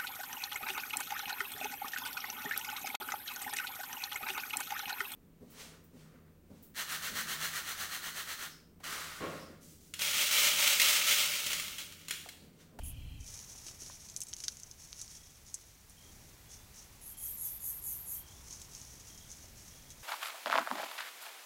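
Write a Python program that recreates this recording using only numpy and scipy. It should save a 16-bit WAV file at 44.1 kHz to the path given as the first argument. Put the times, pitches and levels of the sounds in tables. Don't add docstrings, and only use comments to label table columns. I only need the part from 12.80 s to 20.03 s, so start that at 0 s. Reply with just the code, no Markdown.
import sys
import numpy as np
from scipy import signal
from scipy.fft import rfft, irfft
from scipy.io import wavfile

SR = 44100
rng = np.random.default_rng(int(sys.argv[2]) if len(sys.argv) > 2 else 0)


def to_wav(s):
    ch = np.atleast_2d(s).T
    pcm = np.round(np.clip(ch, -1, 1) * 32767)
    wavfile.write(sys.argv[1], SR, pcm.astype(np.int16))


N = 318843
TIME, FREQ = np.arange(N) / SR, np.fft.rfftfreq(N, 1 / SR)

# time in
# seconds, change of the hum in dB, level of the hiss in dB.
BACKGROUND = [(0, -3.5, -63), (.42, -6, -65.5), (.5, 0.5, -59), (1.5, -2, -63), (3.15, -4, -62.5),
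              (3.3, 0.5, -60.5), (4.1, -1, -60), (5.6, 0, -60), (7.23, 0.5, -59)]


def gain_of(db):
    return 10 ** (np.asarray(db) / 20)


def evened(x):
    return x / np.sqrt(np.mean(x ** 2) + 1e-20)


def add(mix, start, sound):
    part = mix[max(round(start * SR), 0):][:len(sound)]
    part += sound[:len(part)]


def coloured(x, points):
    hz, db = np.transpose(points)
    gains = gain_of(np.interp(np.log(FREQ + 1), np.log(hz + 1), db))
    return evened(irfft(rfft(x) * gains, N))


def wander(length, rate):
    knots = rng.standard_normal(int(length * rate / SR) + 3)
    return evened(np.interp(np.arange(length) * rate / SR, np.arange(len(knots)), knots))


def resonate(x, hz, width):
    turn = np.exp(2j * np.pi * np.cumsum(hz * np.ones(len(x))) / SR)
    r = np.exp(-np.pi * width / SR)
    smooth = signal.lfilter([1 - r], [1, -r], x / turn + 1e-18)
    return 2 * (turn * smooth).real


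def thicket(x, wet_db, t60):
    t = np.arange(SR // 8) / SR
    sparse = (rng.random(len(t)) < .1) * (t > .001)
    taps = rng.standard_normal(len(t)) * sparse * gain_of(-60 * t / t60)
    echoes = signal.oaconvolve(x, taps / np.linalg.norm(taps))[:N]
    return x + gain_of(wet_db) * echoes


def leaves(per_s=5000, spread_db=2.5, clump_db=2.0, level_db=1.3):
    # pitch in Hz, gain in dB.
    leaf_tone = [(300, -23), (1200, -21), (2400, -18.5), (4000, -13.5), (5000, -9.5), (5620, 0),
                 (6500, -0.7), (7500, -9.5), (10000, -11), (12000, -19), (16000, -30)]
    spread = spread_db * np.minimum(rng.exponential(1, N), 4.5)
    size = gain_of(spread + clump_db * wander(N, 140))
    cracks = size * rng.choice([-1, 1], N) * (rng.random(N) < per_s / SR)
    rustle = evened(thicket(coloured(cracks, leaf_tone), wet_db=-10.5, t60=0.037))
    return gain_of(level_db) * pushing() * rustle


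def pushing(rise_s=0.03, sag_db=3.5, settle_db_per_s=185, stir_from_s=.39, stir_db=-71.5):
    # start in seconds, length in seconds before it settles, relative level in dB.
    pushes = [(.382, .08, -56.5), (0.451, 0.19, -49.5), (.67, 0.17, -52.5), (0.836, 0.1, -52),
              (0.976, 0.18, -50.5), (1.183, 0.2, -56.5), (1.443, 0.11, -57.5), (1.552, 0.18, -52.5),
              (1.76, 0.16, -60), (1.969, 0.21, -55), (2.155, 0.075, -48), (2.275, 0.11, -52.5),
              (2.407, .17, -61), (2.656, .035, -53), (2.74, 0.15, -62), (3.08, 0.036, -61),
              (3.154, 0.34, -65), (3.425, 0.03, -67), (3.687, 0.055, -52.5), (3.931, 0.073, -53.5),
              (5.452, 0.25, -60), (5.641, 0.1, -54.5), (5.68, .17, -54), (5.892, 0.31, -54.5),
              (6.228, 0.27, -58.5), (6.47, 0.13, -55.5), (6.596, 0.075, -57), (6.74, 0.23, -58),
              (6.998, .06, -63.5), (7.08, 0.027, -54), (7.164, .055, -58)]
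    power = gain_of(stir_db) ** 2 * (TIME > stir_from_s)
    for start, length, db in pushes:
        t = np.maximum(TIME - start, 0)
        fade_db = sag_db * np.minimum(t / length, 1) + settle_db_per_s * np.clip(t - length, 0, 1)
        push = np.minimum(t / rise_s, 1) * gain_of(db - fade_db)
        power = power + push ** 2
    return np.sqrt(power)


def twigs(break_s=0.00079, splinter_db=-6, wood_width=3500, fracture=2.7,
          port_hz=6250, port_width=750, port_db=4.5, level_db=13.5):
    # start in seconds, relative level in dB, pitch of the ring in Hz,
    # seconds for the splinters to fall by 20 dB, gain of the broad crack in dB.
    snaps = [(.478, -37, 6260, .033, -8), (.591, -35.5, 5960, 0.014, -8), (0.866, -31, 5940, 0.061, 1),
             (.884, -36, 5600, 0.015, 2), (1.063, -37, 4840, .006, 0), (1.108, -40, 4130, 0.065, -16),
             (1.287, -38, 5400, 0.028, -9), (1.299, -36, 6460, 0.011, -11),
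             (1.3636, -24.5, 6670, 0.011, -13), (1.373, -37, 9700, .015, -11),
             (1.405, -29, 8650, 0.022, -4), (1.4166, -24.5, 6600, 0.021, -6), (1.4345, -33, 9800, .003, -9),
             (1.469, -39.5, 7450, .01, -11), (1.485, -35.5, 7550, .028, -6), (1.531, -34, 3850, .0037, -11),
             (1.5364, -27, 6300, .0063, -13), (1.566, -35.5, 7400, .006, -13),
             (1.603, -32.5, 6000, 0.013, -6), (1.638, -26, 5800, .025, -7),
             (1.682, -19.5, 4540, 0.0066, -4), (1.77, -38, 6300, .012, 1), (1.799, -39, 7300, .012, -7),
             (1.8338, -33.5, 6800, .0041, -18), (1.913, -35.5, 6600, .005, -23),
             (2.1292, -33.5, 4200, .001, -1), (2.215, -29, 6800, .02, -10),
             (2.2787, -41, 5060, 0.0059, -20), (2.743, -24, 7600, 0.018, -20),
             (3.097, -43.5, 9600, .025, -4), (5.708, -36, 6260, .025, -4), (5.727, -32, 6300, .05, -11),
             (5.817, -35, 6800, 0.012, -2), (5.950, -33.5, 6400, 0.022, -13), (6.0154, -37, 6200, .008, -9),
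             (6.377, -38, 6500, 0.037, -8), (6.5042, -40, 6240, .02, -11), (6.516, -34.5, 6700, 0.02, -7),
             (7.104, -38, 6530, .027, -1)]
    out, t = np.zeros(N), np.arange(SR // 10) / SR
    for start, db, hz, splintering, crack_db in snaps:
        tearing = np.exp(-(t / break_s) ** 2) + gain_of(splinter_db - 20 * t / splintering)
        fibres = rng.choice([-1, 1], len(t)) * (rng.random(len(t)) < .6) * tearing
        wood = signal.iirpeak(hz, hz / wood_width, fs=SR)
        wood_ring = signal.lfilter(*wood, signal.lfilter(*wood, fibres))
        crack_band = signal.butter(2, [hz ** 2 / 13000, min(1.8 * hz, 13000)], "bandpass", fs=SR)
        crack = signal.lfilter(*crack_band, fibres + fracture * (t == 0))
        snap = wood_ring + gain_of(crack_db) * crack
        snap = snap + gain_of(port_db) * resonate(snap, port_hz, port_width)
        add(out, start, gain_of(db) * snap / np.linalg.norm(snap))
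    rolled_off = signal.lfilter(*signal.butter(2, 12500, fs=SR), out)
    return gain_of(level_db) * thicket(rolled_off, wet_db=-8.5, t60=.04)


def paws(t60=0.032, level_db=-16):
    # start in seconds, relative level in dB, pitch in Hz.
    landings = [(.750, -52, 595), (.865, -50, 380), (0.886, -53, 1010), (.91, -51, 400), (1.02, -49.5, 350),
                (1.064, -55, 450), (1.099, -45, 985), (6.641, -53.5, 596)]
    out, t = np.zeros(N), np.arange(SR // 20) / SR
    for start, db, hz in landings:
        puff = resonate(rng.standard_normal(len(t)) * gain_of(-60 * t / t60), hz, hz)
        add(out, start, gain_of(db + level_db) * evened(resonate(puff, hz, 2 * hz)))
    return out


def rasping(level_db=-0.5):
    # start in seconds, length in seconds, relative level in dB, first touch in dB,
    # swell in seconds, release in seconds, first pitch in Hz, pitch it heads for in Hz, gain of the wide scrape in dB.
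    strokes = [(0.034, 0.1, -49.2, -4, 0.033, 0.037, 10150, 11000, 2),
               (4.21, 0.15, -50.5, -8.5, .095, 0.032, 10900, 11800, 2),
               (4.371, 0.2, -43, -10, 0.12, .012, 10800, 12600, 1.5),
               (4.567, 0.23, -42, -9.5, 0.098, 0.026, 11260, 12650, 0.5),
               (4.791, .225, -41.5, -17.5, 0.085, 0.02, 11400, 12600, 2.5),
               (5.012, 0.25, -42, -16.5, 0.075, 0.0093, 11350, 12800, 2),
               (5.255, 0.19, -43, -11.5, 0.061, 0.057, 11140, 12900, 1)]
    # pitch in Hz, width in Hz, gain in dB.
    modes = [(9550, 120, -3), (10200, 160, -4), (11090, 70, -4), (11250, 70, -1), (11400, 60, -3),
             (11970, 90, -2), (12270, 70, -2), (12770, 100, -4)]
    out = np.zeros(N)
    for start, *settings in strokes:
        add(out, start, rasp(*settings))
    out = out + sum(gain_of(db) * resonate(out, hz, width) for hz, width, db in modes)
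    return gain_of(level_db) * thicket(out, wet_db=-8.0, t60=.03)


def rasp(length, db, touch_db, swell, release, first_hz, last_hz, skirt_db,
         teeth_per_s=165, stutter_per_s=80, stutter_db=1.0, under_db=-12, tight_db=-1,
         climb_after=0.25, climb_span=0.33):
    # pitch in Hz, gain in dB.
    wide_tone = [(4000, -48), (5500, -26), (6500, -0.5), (8000, 2), (9500, 5), (12000, 3.5), (14000, 6),
                 (16000, -1.5)]
    t = np.arange(0, length, 1 / SR)
    u = np.linspace(0, 1, len(t))

    tooth = np.cumsum(teeth_per_s * (1 + .14 * wander(len(t), 150))) / SR % 1
    stutter = np.sin(2 * np.pi * np.cumsum(stutter_per_s * (1 + 0.064 * wander(len(t), 85))) / SR)
    stutter_depth_db = stutter_db * (1 - 0.71 * u) ** 2
    catches = .75 + np.exp(-tooth / .45)
    scrape = rng.standard_normal(len(t)) * catches * gain_of(stutter_depth_db * stutter)

    main_hz = last_hz + (first_hz - last_hz) * np.exp(-np.maximum(u - climb_after, 0) / climb_span)
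    tight = evened(resonate(resonate(scrape, main_hz, 810), main_hz, 1800))
    broad_hz = main_hz + 300 * u
    broad = evened(resonate(resonate(scrape, broad_hz, 2500), broad_hz, 2700))
    opening = np.interp(u, [.25, .55], [.25, 1])
    closing = np.sqrt(np.maximum(1 - opening ** 2, 0))
    main = opening * broad + closing * gain_of(tight_db) * tight

    under_hz = np.interp(u, [.1, .58], [7200, 6100])
    under = evened(resonate(resonate(scrape, under_hz, 980), under_hz, 1200))
    under_fade = np.interp(u, [.5, .65], [1, .1])

    pressure = np.interp(t, [.11, .16, .24], [1, .42, .17])
    wide_hz, wide_db = np.transpose(wide_tone)
    wide_gains = gain_of(np.interp(np.fft.rfftfreq(len(t), 1 / SR), wide_hz, wide_db))
    wide = evened(irfft(rfft(scrape) * wide_gains, len(t)))

    sound = main + pressure * gain_of(skirt_db) * wide + under_fade * gain_of(under_db) * under
    envelope = stroke_envelope(t, length, touch_db, swell, release)
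    return gain_of(db) * envelope * evened(sound) * signal.windows.tukey(len(t), .02)


def stroke_envelope(t, length, touch_db, swell, release, ease_db_per_s=35):
    db = touch_db * np.maximum(1 - t / swell, 0) ** 2 - ease_db_per_s * np.maximum(t - swell, 0)
    return gain_of(db) * np.clip((length - t) / release, 0, 1)


def crickets(chorus_db=-1.5, lone_db=-5.0):
    # start in seconds, end in seconds, pitch in Hz, relative level in dB,
    # average wing strokes per second.
    chorus = [(0, .6, 2400, -73, 29), (0, .45, 2610, -70.3, 33), (0, 0.41, 2770, -70.5, 39),
              (0, 0.34, 2980, -70, 36), (0, .45, 3110, -66, 46), (0, .39, 3260, -70.5, 37),
              (.17, .39, 4090, -72, 49)]
    # start in seconds, length in seconds, name of the caller.
    chirps = [(2.313, 0.2, "middle"), (3.173, 0.14, "low"), (3.67, 0.18, "high"), (4.31, .22, "low"),
              (4.65, 0.17, "high"), (5.35, 0.18, "low"), (5.485, .155, "high"), (6.291, 0.2, "low"),
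              (6.405, .155, "high"), (6.894, 0.26, "middle")]
    callers = {"far": (3300, 3350, -75.5), "low": (3200, 3222, -66), "middle": (3240, 3335, -69),
               "high": (3380, 3525, -66.5)}
    out = np.zeros(N)
    for start, end, hz, db, rate in chorus:
        add(out, start, gain_of(db + chorus_db) * chirp(end - start, hz, hz, rate, sag=0.099))
    for start, length, caller in chirps:
        first_hz, last_hz, db = callers[caller]
        call = chirp(length, first_hz, last_hz, strokes_per_s=35.8, sag=0.059)
        add(out, start, gain_of(db + lone_db) * call)
    return thicket(out, wet_db=-5.0, t60=0.16)


def chirp(seconds, first_hz, last_hz, strokes_per_s, sag):
    u = np.linspace(0, 1, max(int(seconds * SR), 500))
    stroke_rate = strokes_per_s * (1 + 0.042 * wander(len(u), 30))
    stroke = (np.cumsum(stroke_rate) / SR + rng.random()) % 1
    glide_hz = last_hz + (first_hz - last_hz) * (1 - u) ** 2
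    hz = glide_hz * (1 - sag * (stroke - .5) + 0.137 * sag * wander(len(u), 149.3))
    tone = np.sin(2 * np.pi * np.cumsum(hz) / SR)
    return evened(tone * np.sin(np.pi * stroke) ** 3 * signal.windows.tukey(len(u), .07))


def gust(start_db=-44.5, end_s=0.41, ease_db_per_s=4.5, die_db_per_s=164):
    # pitch in Hz, gain in dB.
    wind_tone = [(12, -38), (20, 1), (87, -1), (151, -10.5), (215, -21), (270, -17.5), (350, -33),
                 (550, -37.5), (820, -36.5), (1200, -50), (1600, -120)]
    db = start_db - ease_db_per_s * TIME - die_db_per_s * np.clip(TIME - end_s, 0, 1)
    return gain_of(db) * coloured(rng.standard_normal(N), wind_tone)


def city_hum(base_db=-58.5):
    # pitch in Hz, gain in dB.
    hum_tone = [(12, -30), (20, -2), (65, -0.55), (111, -3), (177, -9), (204, -10), (276, -14), (561, -19),
                (646, -19.5), (775, -19.5), (1340, -23), (1570, -24.5), (2500, -28.5), (3250, -62),
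                (5500, -120)]
    s, change_db, _ = np.transpose(BACKGROUND)
    return gain_of(base_db + np.interp(TIME, s, change_db)) * coloured(rng.standard_normal(N), hum_tone)


def traffic(peak_db=-71.0, hz=930):
    tyres = evened(resonate(resonate(rng.standard_normal(N), hz, 500), hz, 810))
    return gain_of(peak_db) * np.interp(TIME, [2.5, 5.5, 6.8], [0, 1, 0]) * tyres


def microphone_hiss():
    # pitch in Hz, gain in dB.
    hiss_tone = [(300, -17), (1300, -3.5), (2000, 3.5), (3000, 2.5), (4500, 2.5), (6000, 2), (8000, 1.5),
                 (9500, 0.5), (12000, 0.5), (16000, 0.5)]
    s, _, hiss_db = np.transpose(BACKGROUND)
    return gain_of(np.interp(TIME, s, hiss_db)) * coloured(rng.standard_normal(N), hiss_tone)


def scene():
    animals = leaves() + twigs() + paws() + rasping() + crickets()
    background = gust() + city_hum() + traffic() + microphone_hiss()
    return (animals + background)[None]


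def record(dry, edge_hz=15850):
    low_pass = signal.firwin(601, edge_hz, window=("kaiser", 8), fs=SR)
    return signal.oaconvolve(dry, low_pass[None], "same")


dry = scene()
out = record(dry)
to_wav(out)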